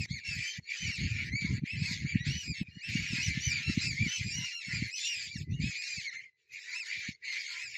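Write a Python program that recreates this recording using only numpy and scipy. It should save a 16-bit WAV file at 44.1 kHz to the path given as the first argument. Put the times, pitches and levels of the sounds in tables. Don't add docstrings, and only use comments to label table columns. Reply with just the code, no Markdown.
import sys
import numpy as np
from scipy import signal
from scipy.fft import rfft, irfft
from scipy.io import wavfile
from scipy.ndimage import uniform_filter1d

SR = 44100
rng = np.random.default_rng(int(sys.argv[2]) if len(sys.argv) > 2 else 0)


def wrap_up_sound(samples):
    columns = np.atleast_2d(samples).T
    tamed = np.clip(columns, -1, 1)
    steps = np.round(tamed * 32767).astype(np.int16)
    wavfile.write(sys.argv[1], SR, steps)


def magnitude_from_level(level_db):
    exponent = np.asarray(level_db, float) / 20
    return 10 ** exponent


N = 342657

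# start in seconds, length in seconds, crest pitch in Hz, rise to it in Hz,
# sag from it in Hz, level in dB, second partial in dB relative to the first.
SQUEAL_ARCHES = [(0, 0.05, 2486, -200, 305, -39.5, -6), (0.092, 0.1, 2270, 299.5, 400, -46.5, -2.5),
                 (0.256, 0.1, 2657, -110.0, 150, -40.5, -5.5), (0.282, 0.1, 2376, 66, 331, -46.5, -2),
                 (0.364, 0.14, 2643, 150, 244.5, -49, -0.5), (0.405, 0.091, 2385, 139, 114, -41.5, -7),
                 (0.44, 0.11, 3145, 148.5, 55, -46, -1.5), (0.674, 0.12, 2427, 148.5, 374.5, -57, 1.5),
                 (0.773, 0.125, 3074, 100, 620, -44.5, -3), (0.845, 0.073, 2365, 255.5, 322, -38.5, -9),
                 (0.906, 0.073, 2770, -32.5, 634.5, -43, -4), (1.001, 0.062, 2220, 120.0, 51.5, -43, -4.5),
                 (1.325, 0.14, 2352, 290.5, 229, -35.5, -12), (1.663, 0.097, 2693, 600.5, 99, -42.5, -10.5),
                 (1.776, 0.137, 2680, 381.5, 622.5, -42.5, -7),
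                 (1.858, 0.069, 2258, 163.5, 201.5, -38.5, -6.5),
                 (2.064, 0.08, 2403, 220, 286.5, -40, -9.5), (2.192, 0.055, 1947, 81, 19, -45.5, -8.5),
                 (2.254, 0.18, 3038, 790, 206, -43, -2), (2.44, 0.11, 2464, -38, 240.5, -46, 0.5),
                 (2.556, 0.08, 2640, -72.5, 111.5, -49.5, -5),
                 (2.704, 0.13, 2896, 149.5, 141, -57.5, -11.5),
                 (2.808, 0.089, 2784, 731.5, 367, -45.5, -6.5), (2.918, 0.074, 2840, 612, 77, -40.5, -11),
                 (2.975, 0.082, 2290, 59, 115, -42.5, -5), (3.064, 0.092, 2750, -120.0, 396, -46.5, 0),
                 (3.144, 0.095, 2558, 215, 118.5, -39.5, -8.5), (3.215, 0.071, 3040, 348, 468, -42, 3),
                 (3.29, 0.063, 2300, -100.0, 29.5, -40, -11.5), (3.413, 0.12, 3130, 306, 945.5, -43.5, 5),
                 (3.492, 0.1, 2372, 72.5, 185, -35.5, -8.5), (3.634, 0.1, 2710, 12.5, 108.5, -40, -9.5),
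                 (3.814, 0.1, 2688, 264.5, 440, -39.5, -3), (3.815, 0.12, 2355, -130.0, 112, -43.5, 2.5),
                 (3.975, 0.11, 2422, 317, 430.0, -34.5, -14), (4.078, 0.1, 3057, 125.5, 83, -40.5, 1),
                 (4.123, 0.085, 2635, -28.5, 217, -41, -7), (4.237, 0.13, 2442, -25, 272.5, -45.5, 0.5),
                 (4.309, 0.12, 2913, 283, 25, -43.5, 2), (4.41, 0.088, 2863, 108, 276, -40.5, -4.5),
                 (4.517, 0.11, 2795, 9, 278.5, -42.5, -5.5), (4.636, 0.051, 2188, 89.5, 70, -49, -8.5),
                 (4.649, 0.096, 2690, -8, 205, -49, -2.5), (4.724, 0.081, 2453, 70, 270, -43, -1.5),
                 (4.911, 0.085, 2617, 178, 203.5, -43.5, -4.5), (4.921, 0.089, 3117, 646, 334, -52.5, 7.5),
                 (5.004, 0.076, 3537, 27, -31.5, -42.5, -0.5), (5.042, 0.11, 2876, 175, 295, -38, -2.5),
                 (5.139, 0.089, 2510, 95.5, 285.5, -45, 0), (5.23, 0.044, 2468, -130.0, 151.5, -44, -0.5),
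                 (5.299, 0.066, 2374, 81.5, 456.5, -46.5, -4.5), (5.352, 0.05, 2780, 1, 700, -54, 3),
                 (5.444, 0.13, 2022, 5.5, 118, -59, -26), (5.518, 0.083, 2890, 297.5, 102, -53, -18),
                 (5.612, 0.14, 2636, 346.5, 443.5, -41.5, -8), (5.759, 0.078, 2490, 269.5, 18, -39.5, -5),
                 (5.825, 0.066, 2774, 150.5, 124.5, -47.5, -3),
                 (5.868, 0.137, 2430, -11.5, 433, -41.5, -3.5), (5.965, 0.056, 2630, 35.5, 493.5, -43, -7),
                 (6.049, 0.05, 2172, -130.0, 209, -39, -8.5), (6.133, 0.07, 2113, 64.5, 47, -44.5, -12.5),
                 (6.213, 0.077, 2137, 1, 95, -59, -15), (6.248, 0.16, 2030, 5.5, 61, -68, -14),
                 (6.524, 0.07, 2224, 154, 197, -54.5, -20), (6.649, 0.11, 2010, 151, -51, -47.5, -9.5),
                 (6.725, 0.11, 2782, 730, 581.5, -39.5, -7), (6.86, 0.1, 2394, 297.5, 297.5, -43.5, -6.5),
                 (6.996, 0.13, 2169, -1.5, 100, -55, -12), (7.14, 0.064, 2100, -1, 2, -67.5, -14),
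                 (7.254, 0.086, 2155, -130.0, 63, -41.0, -7.5), (7.31, 0.078, 2052, -71, -78, -40.5, -9.5),
                 (7.442, 0.047, 2307, 100, 145.5, -49.5, -16), (7.566, 0.13, 2650, 451.5, 440.5, -43, -6),
                 (7.725, 0.07, 2703, 502, -1, -48, -10)]
# start in seconds, within 5 ms
DOUBLED_STARTS = (2.7, 3.633, 4.516, 5.525)
# frequency in Hz, gain in dB.
TREBLE_GAP = [(8300, -1), (9300, -11.5), (10200, -1.5), (12600, -4.5), (14000, -12)]
# start in seconds, length in seconds, level in dB,
# wait until the hardest thump in seconds, thump peak in dB.
WIND_GUSTS = [(0.0, 0.067, -42.5, 0.0068, -21), (0.078, 0.11, -46, 0.033, -20.5),
              (0.274, 0.071, -42.5, 0.014, -32.5), (0.349, 0.078, -47.5, 0.018, -33),
              (0.572, 0.058, -58.5, 0.017, -31.5), (0.822, 0.086, -43, 0.013, -39),
              (0.981, 0.1, -33.5, 0.061, -33), (1.1, 0.14, -39.5, 0.017, -23.5),
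              (1.242, 0.12, -40.5, 0.095, -25), (1.42, 0.091, -38, 0.029, -22.5),
              (1.504, 0.092, -34.5, 0.086, -34.5), (1.619, 0.011, -30, 0.019, -18.5),
              (1.737, 0.11, -33.5, 0.084, -19), (1.883, 0.086, -41, 0.031, -27.5),
              (1.988, 0.069, -37.5, 0.034, -35.5), (2.042, 0.034, -32, 0.008, -22.5),
              (2.131, 0.052, -34.5, 0.027, -13), (2.203, 0.041, -40.5, 0.0074, -27.5),
              (2.268, 0.046, -29, 0.0091, -25.5), (2.341, 0.044, -40, 0.024, -28),
              (2.461, 0.067, -36.5, 0.021, -33), (2.604, 0.021, -37.5, 0.011, -21.5),
              (2.679, 0.021, -52, 0.0076, -41), (2.761, 0.014, -42.5, 0.0089, -32.5),
              (2.876, 0.057, -38.5, 0.079, -23), (2.954, 0.096, -38.5, 0.0021, -26.5),
              (3.107, 0.052, -36.5, 0.029, -26), (3.179, 0.057, -44, 0.0073, -31.5),
              (3.261, 0.07, -34.5, 0.022, -19), (3.341, 0.068, -36.5, 0.035, -24),
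              (3.465, 0.15, -42.5, 0.0099, -18), (3.676, 0.047, -32, 0.023, -19.5),
              (3.737, 0.08, -40, 0.04, -16), (3.836, 0.12, -36, 0.1, -40.5),
              (3.988, 0.095, -36.5, 0.078, -23.5), (4.185, 0.036, -44.5, 0.026, -25.5),
              (4.243, 0.046, -42.5, 0.032, -31.5), (4.307, 0.13, -41, 0.081, -29),
              (4.668, 0.057, -55, 0.017, -34), (4.736, 0.13, -38.5, 0.089, -21),
              (5.145, 0.16, -61, 0.093, -58), (5.336, 0.11, -41.5, 0.024, -27.5),
              (5.472, 0.12, -31.5, 0.13, -23.5), (5.588, 0.11, -35.5, 0.056, -19.5),
              (5.971, 0.055, -62, 0.012, -35), (6.143, 0.049, -68, 0.013, -73),
              (6.96, 0.033, -61.5, 0.02, -58), (7.084, 0.039, -50.5, 0.0066, -29),
              (7.648, 0.1, -66, 0.039, -64.5)]
# frequency in Hz, relative level in dB.
WIND_SPECTRUM = [(20, -23.5), (50, 0), (90, 4.5), (140, 1.5), (215, -9.5), (400, -29), (550, -55.5),
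                 (800, -82.5)]
# start in seconds, length in seconds, effort in dB,
# brightness in dB of the partials above the first.
CHATTER_BOUTS = [(.01, 0.1, -46, -1.5), (0.073, 0.19, -54, -2.5), (0.257, 0.32, -44, -5),
                 (.61, .07, -54.5, -5.5), (0.706, 0.27, -42.5, -5.5), (0.994, 0.29, -41.5, -7),
                 (1.416, 0.16, -44.5, -6), (1.657, 0.23, -45.5, -8.5), (1.833, .13, -42, -0.5),
                 (1.975, 0.2, -44.5, -8.5), (2.27, 0.093, -42, -4), (2.356, 0.11, -44.5, -4.5),
                 (2.55, 0.058, -45.5, -7.5), (2.655, 0.3, -54.5, -6.5), (2.842, .04, -45, -10),
                 (2.892, 0.3, -40.5, -3.5), (3.172, 0.13, -41, -0.5), (3.341, 0.29, -41, -5.5),
                 (3.697, 0.16, -39.5, -5), (3.908, 0.22, -47.5, -1), (4.052, 0.18, -41, -5),
                 (4.271, 0.25, -46, -1.5), (4.627, 0.27, -44.5, -4), (4.994, 0.091, -43.5, 2.5),
                 (5.099, 0.18, -43.5, -4), (5.323, 0.1, -54.5, 1), (5.515, 0.056, -61, 3),
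                 (5.621, 0.15, -43, -5.5), (5.823, 0.13, -45.5, -1), (6.015, .04, -48.5, 1),
                 (6.127, 0.028, -44.5, -9.5), (6.188, 0.055, -53, -7), (6.394, 0.11, -65, -6),
                 (6.536, 0.25, -46.5, -4), (6.856, 0.24, -43, -4.5), (7.251, 0.05, -44.5, -6),
                 (7.321, 0.31, -42.5, -5.5), (7.652, .07, -47.5, -3), (7.745, .05, -45.5, -7.5)]
# frequency in Hz, gain in dB.
CHORUS_COLOUR = [(700, -58), (1200, -30.5), (1600, -18), (2000, -6), (2500, -6.5), (3200, -9), (4300, 0),
                 (5500, -7), (7000, -6.5), (8300, -24.5), (9300, -50.5), (10400, -35.5), (13000, -40),
                 (15400, -44.5)]
# middle in seconds, level in dB.
CROAK_SWELLS = [(1.21, -61.5), (1.51, -64.5), (1.88, -60), (2.3, -62), (2.94, -64.5), (3.17, -59.5),
                (3.56, -62.5), (3.85, -65.5), (4.12, -59), (4.428, -58.5), (4.742, -60.5), (6.718, -61.5),
                (6.871, -62), (7.321, -66), (7.55, -59)]
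# time in seconds, depth in dB.
LEVEL_DIPS = [(.06, 16), (.598, 11), (1.598, 7), (2.632, 9)]

RISE_POWER, SAG_POWER = 3.3, 4.1
THIRD_DB, THROAT_EDGE_HZ, ROLL_DB_PER_KHZ = -6.5, 7500, 20
SWELL_DB_PER_S, FADE_DB_PER_S = 401, 282
PULSE_HZ = 349.6


def evened(x):
    return x / np.sqrt(np.mean(x ** 2) + 1e-20)


def coloured(x, points):
    f, db = np.transpose(points)
    hz = np.arange(N // 2 + 1) * SR / N
    gain_db = np.interp(np.log(hz + 1), np.log(f + 1), db)
    return irfft(rfft(x) * magnitude_from_level(gain_db), N)


def wobble(size, rate_hz):
    r = np.exp(-2 * np.pi * rate_hz / SR)
    drift = signal.lfilter([1], [1, -2 * r, r * r], rng.standard_normal(size + 2000))
    return evened(drift[2000:])


def add(mix, s, sound):
    at = round(s * SR)
    part = mix[max(at, 0):][:len(sound) + min(at, 0)]
    part += sound[max(-at, 0):][:len(part)]


def voice(hz, partials, jitter, flutter_db, flutter_hz):
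    shaky_hz = hz * (1 + jitter * wobble(len(hz), flutter_hz))
    phase = 2 * np.pi * np.cumsum(shaky_hz) / SR
    sound = np.zeros(len(hz))
    for k, db in partials:
        tremble_db = flutter_db * k ** .2 * wobble(len(hz), flutter_hz)
        sound += magnitude_from_level(db + tremble_db) * np.sin(k * phase + k)
    return sound


def squeals():
    out = np.zeros(N)
    slide = .022
    for s, length, crest_hz, rise_hz, sag_hz, db, second_db in SQUEAL_ARCHES:
        u = np.arange(-slide, length + slide, 1 / SR) / length
        inside = np.clip(u, -.04, 1.08)
        arch_hz = crest_hz - rise_hz * abs(1 - inside) ** RISE_POWER - sag_hz * abs(inside) ** SAG_POWER
        past = (np.maximum(-u, 0) + np.maximum(u - 1, 0)) * length / slide
        second_db = second_db - 7.5 * past
        above_khz = np.maximum(3 * arch_hz - THROAT_EDGE_HZ, 0) / 1000
        third_db = THIRD_DB + second_db - ROLL_DB_PER_KHZ * above_khz
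        partials = [(1, 0.018), (2, second_db), (3, third_db), (4, second_db - 28.5), (5, second_db - 36.5)]
        if np.isclose(DOUBLED_STARTS, s, atol=.005).any():
            partials += [(.5, -22.5), (1.5, -6), (2.5, -24 + 5.5)]
        hz = arch_hz * (1 - .09 * past ** 1.5)
        sound = voice(hz, partials, jitter=.009, flutter_db=3, flutter_hz=170)
        level_db = db + 1.5 * wobble(len(u), 35) - 5 * np.minimum((2 * u - 1) ** 2, 1)
        level = np.sqrt(2) * magnitude_from_level(level_db - 10 * past)
        add(out, s - slide, level * sound * signal.windows.tukey(len(u), .25))
    return coloured(out, TREBLE_GAP)


def echoes(x):
    t = np.arange(SR // 4) / SR
    t60 = .1
    tail = rng.standard_normal(len(t)) * magnitude_from_level(-60 * t / t60) * (t > .004)
    return signal.fftconvolve(x, tail / np.linalg.norm(tail))[:N]


def flock_effort():
    start, length, db, bright_db = np.transpose(CHATTER_BOUTS)
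    t = np.arange(0, N + 200, 200)[:, None] / SR
    before = np.maximum(start - t, 0)
    after = np.maximum(t - start - length, 0)
    each_db = db - SWELL_DB_PER_S * before - FADE_DB_PER_S * after
    weight = magnitude_from_level(each_db) ** 2
    brightness = weight @ bright_db / weight.sum(1)
    return [np.interp(np.arange(N) / SR, t[:, 0], curve) for curve in (each_db.max(1), brightness)]


def wind():
    calm_db = -83.5 + 4 * wobble(N, 8) + .3 * (flock_effort()[0] + 45)
    strength, thumps = magnitude_from_level(calm_db), np.zeros(N)
    t = np.linspace(-.02, .02, round(.04 * SR))
    for s, length, db, late, peak_db in WIND_GUSTS:
        size, turn = rng.random(2)
        gust = signal.windows.tukey(round((length + 0.017) * SR), 0.027 / (length + 0.013))
        add(strength, s - .008, magnitude_from_level(db) * gust)
        hz = 86.376 + 108.336 * size
        push = np.exp(-(t * hz / 0.5) ** 2) * np.cos(2 * np.pi * (hz * t + turn))
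        add(thumps, s + late + t[0], magnitude_from_level(peak_db) * push)
    lumps = magnitude_from_level(4.8 * np.clip(wobble(N, 14.0), -3, 1.5))
    strength += magnitude_from_level(-9.5) * uniform_filter1d(strength, 3500)
    eddies = evened(lumps * coloured(rng.standard_normal(N), WIND_SPECTRUM))
    highpass = signal.butter(2, 90, "high", fs=SR, output="sos")
    return signal.sosfilt(highpass, thumps + strength * eddies)


def drone():
    middle_hz, width_hz = 420, 85
    hz = np.arange(N // 2 + 1) * SR / N
    bell = np.exp(-((hz - middle_hz) / width_hz) ** 2)
    band = irfft(rfft(rng.standard_normal(N)) * bell, N)
    level_db = -74.5 + 0.5 * (flock_effort()[0] + 31.5)
    return magnitude_from_level(level_db) * evened(band)


def syllables(count=110):
    out = np.zeros(N)
    partials = [(1, 2.0), (1.5, -5), (2, 1.0), (2.5, -5.5), (3, 0.0), (4, -2.0), (5, 8.5)]
    for k, (late, low, arch, long, throb) in enumerate(rng.random((count, 5))):
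        u = np.linspace(-1, 1, round((.09 + 0.0994 * long) * SR))
        hz = (2050 + 500 * low) * (1 - (0.0399 + .12 * arch) * u ** 2)
        sound = voice(hz, partials, jitter=.017, flutter_db=3.5, flutter_hz=200)
        throb_hz = 50 + 90 * throb
        sound = sound * (1 + .7 * np.cos(2 * np.pi * throb_hz * np.arange(len(u)) / SR))
        add(out, (k + late) / count * N / SR - .05, sound * signal.windows.hann(len(u)))
    return out / np.sqrt(uniform_filter1d(out ** 2, 3000) + 1e-9)


def pulses(hz, jitter, uneven_db):
    shaky_hz = hz * (1 + .05 * wobble(N, 5) + jitter * wobble(N, 150))
    turns = np.cumsum(shaky_hz) / SR
    return np.diff(np.floor(turns), prepend=0) * magnitude_from_level(uneven_db * rng.standard_normal(N))


def patchy(x, patchy_db, treble_db):
    hz, _, z = signal.stft(x, SR, nperseg=512)
    across = uniform_filter1d(rng.standard_normal(z.shape), 9, 0)
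    field = evened(uniform_filter1d(across, 9, 1))
    bursts = evened(uniform_filter1d(rng.standard_normal(z.shape[1]), 5)) * (hz > 8800)[:, None]
    gain = magnitude_from_level(patchy_db * field + treble_db * bursts)
    return signal.istft(z * gain, SR, nperseg=512)[1][:N]


def chorus():
    calls = syllables()
    slaps = sum(pulses(PULSE_HZ * size, jitter=0.13, uneven_db=-0.5) for size in (.85, 1, 1.2))
    slaps = evened(slaps + echoes(slaps))
    breath = evened(rng.standard_normal(N) * magnitude_from_level(2.1 * wobble(N, 140)))
    rasp = coloured(calls + magnitude_from_level(4.5) * slaps + magnitude_from_level(-10) * breath, CHORUS_COLOUR)
    rasp = patchy(rasp, patchy_db=3, treble_db=4)
    first = signal.sosfiltfilt(signal.butter(4, 2800, fs=SR, output="sos"), rasp)
    effort_db, bright_db = flock_effort()
    return magnitude_from_level(effort_db) * (evened(first) + magnitude_from_level(bright_db) * evened(rasp - first))


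def croaks():
    swell = np.zeros(N)
    for s, db in CROAK_SWELLS:
        add(swell, s - .085, magnitude_from_level(db) * signal.windows.tukey(round(.17 * SR), .7))
    clicks = pulses(PULSE_HZ, jitter=.03, uneven_db=4.5)
    low = coloured(clicks, [(750, -41.5), (1000, 8.5), (1180, -18.0), (1400, 7.5), (1700, 3.5), (2000, -55.5)])
    return swell * evened(low)


def scene():
    near = squeals()
    return (near + magnitude_from_level(-17) * echoes(near) + chorus() + croaks() + wind() + drone())[None]


def dipped(x):
    t = np.arange(N) / SR
    dip_db = sum(db * (t > s) * np.clip(1 - (t - s) / .06, 0, 1) for s, db in LEVEL_DIPS)
    return x * magnitude_from_level(-dip_db)


def suppressed(x):
    below_db, deepest_db = -17, -12
    hz, _, z = signal.stft(x, SR, nperseg=1024, noverlap=768)
    power = uniform_filter1d(uniform_filter1d(abs(z) ** 2, size=5, axis=1), size=3, axis=2)
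    usual = uniform_filter1d(power.mean(2, keepdims=True), size=40, axis=1)
    noise = magnitude_from_level(below_db) ** 2 * usual
    gain = np.maximum(1 - noise / (power + 1e-20), magnitude_from_level(deepest_db))
    gain[:, hz < 1000] = 1
    return signal.istft(z * gain, SR, nperseg=1024, noverlap=768)[1][:, :N]


def band_limit(x):
    return signal.sosfilt(signal.butter(12, 15600, fs=SR, output="sos"), x)


def record(dry):
    finished = suppressed(dipped(dry))
    return band_limit(finished)


dry = scene()
out = record(dry)
wrap_up_sound(out)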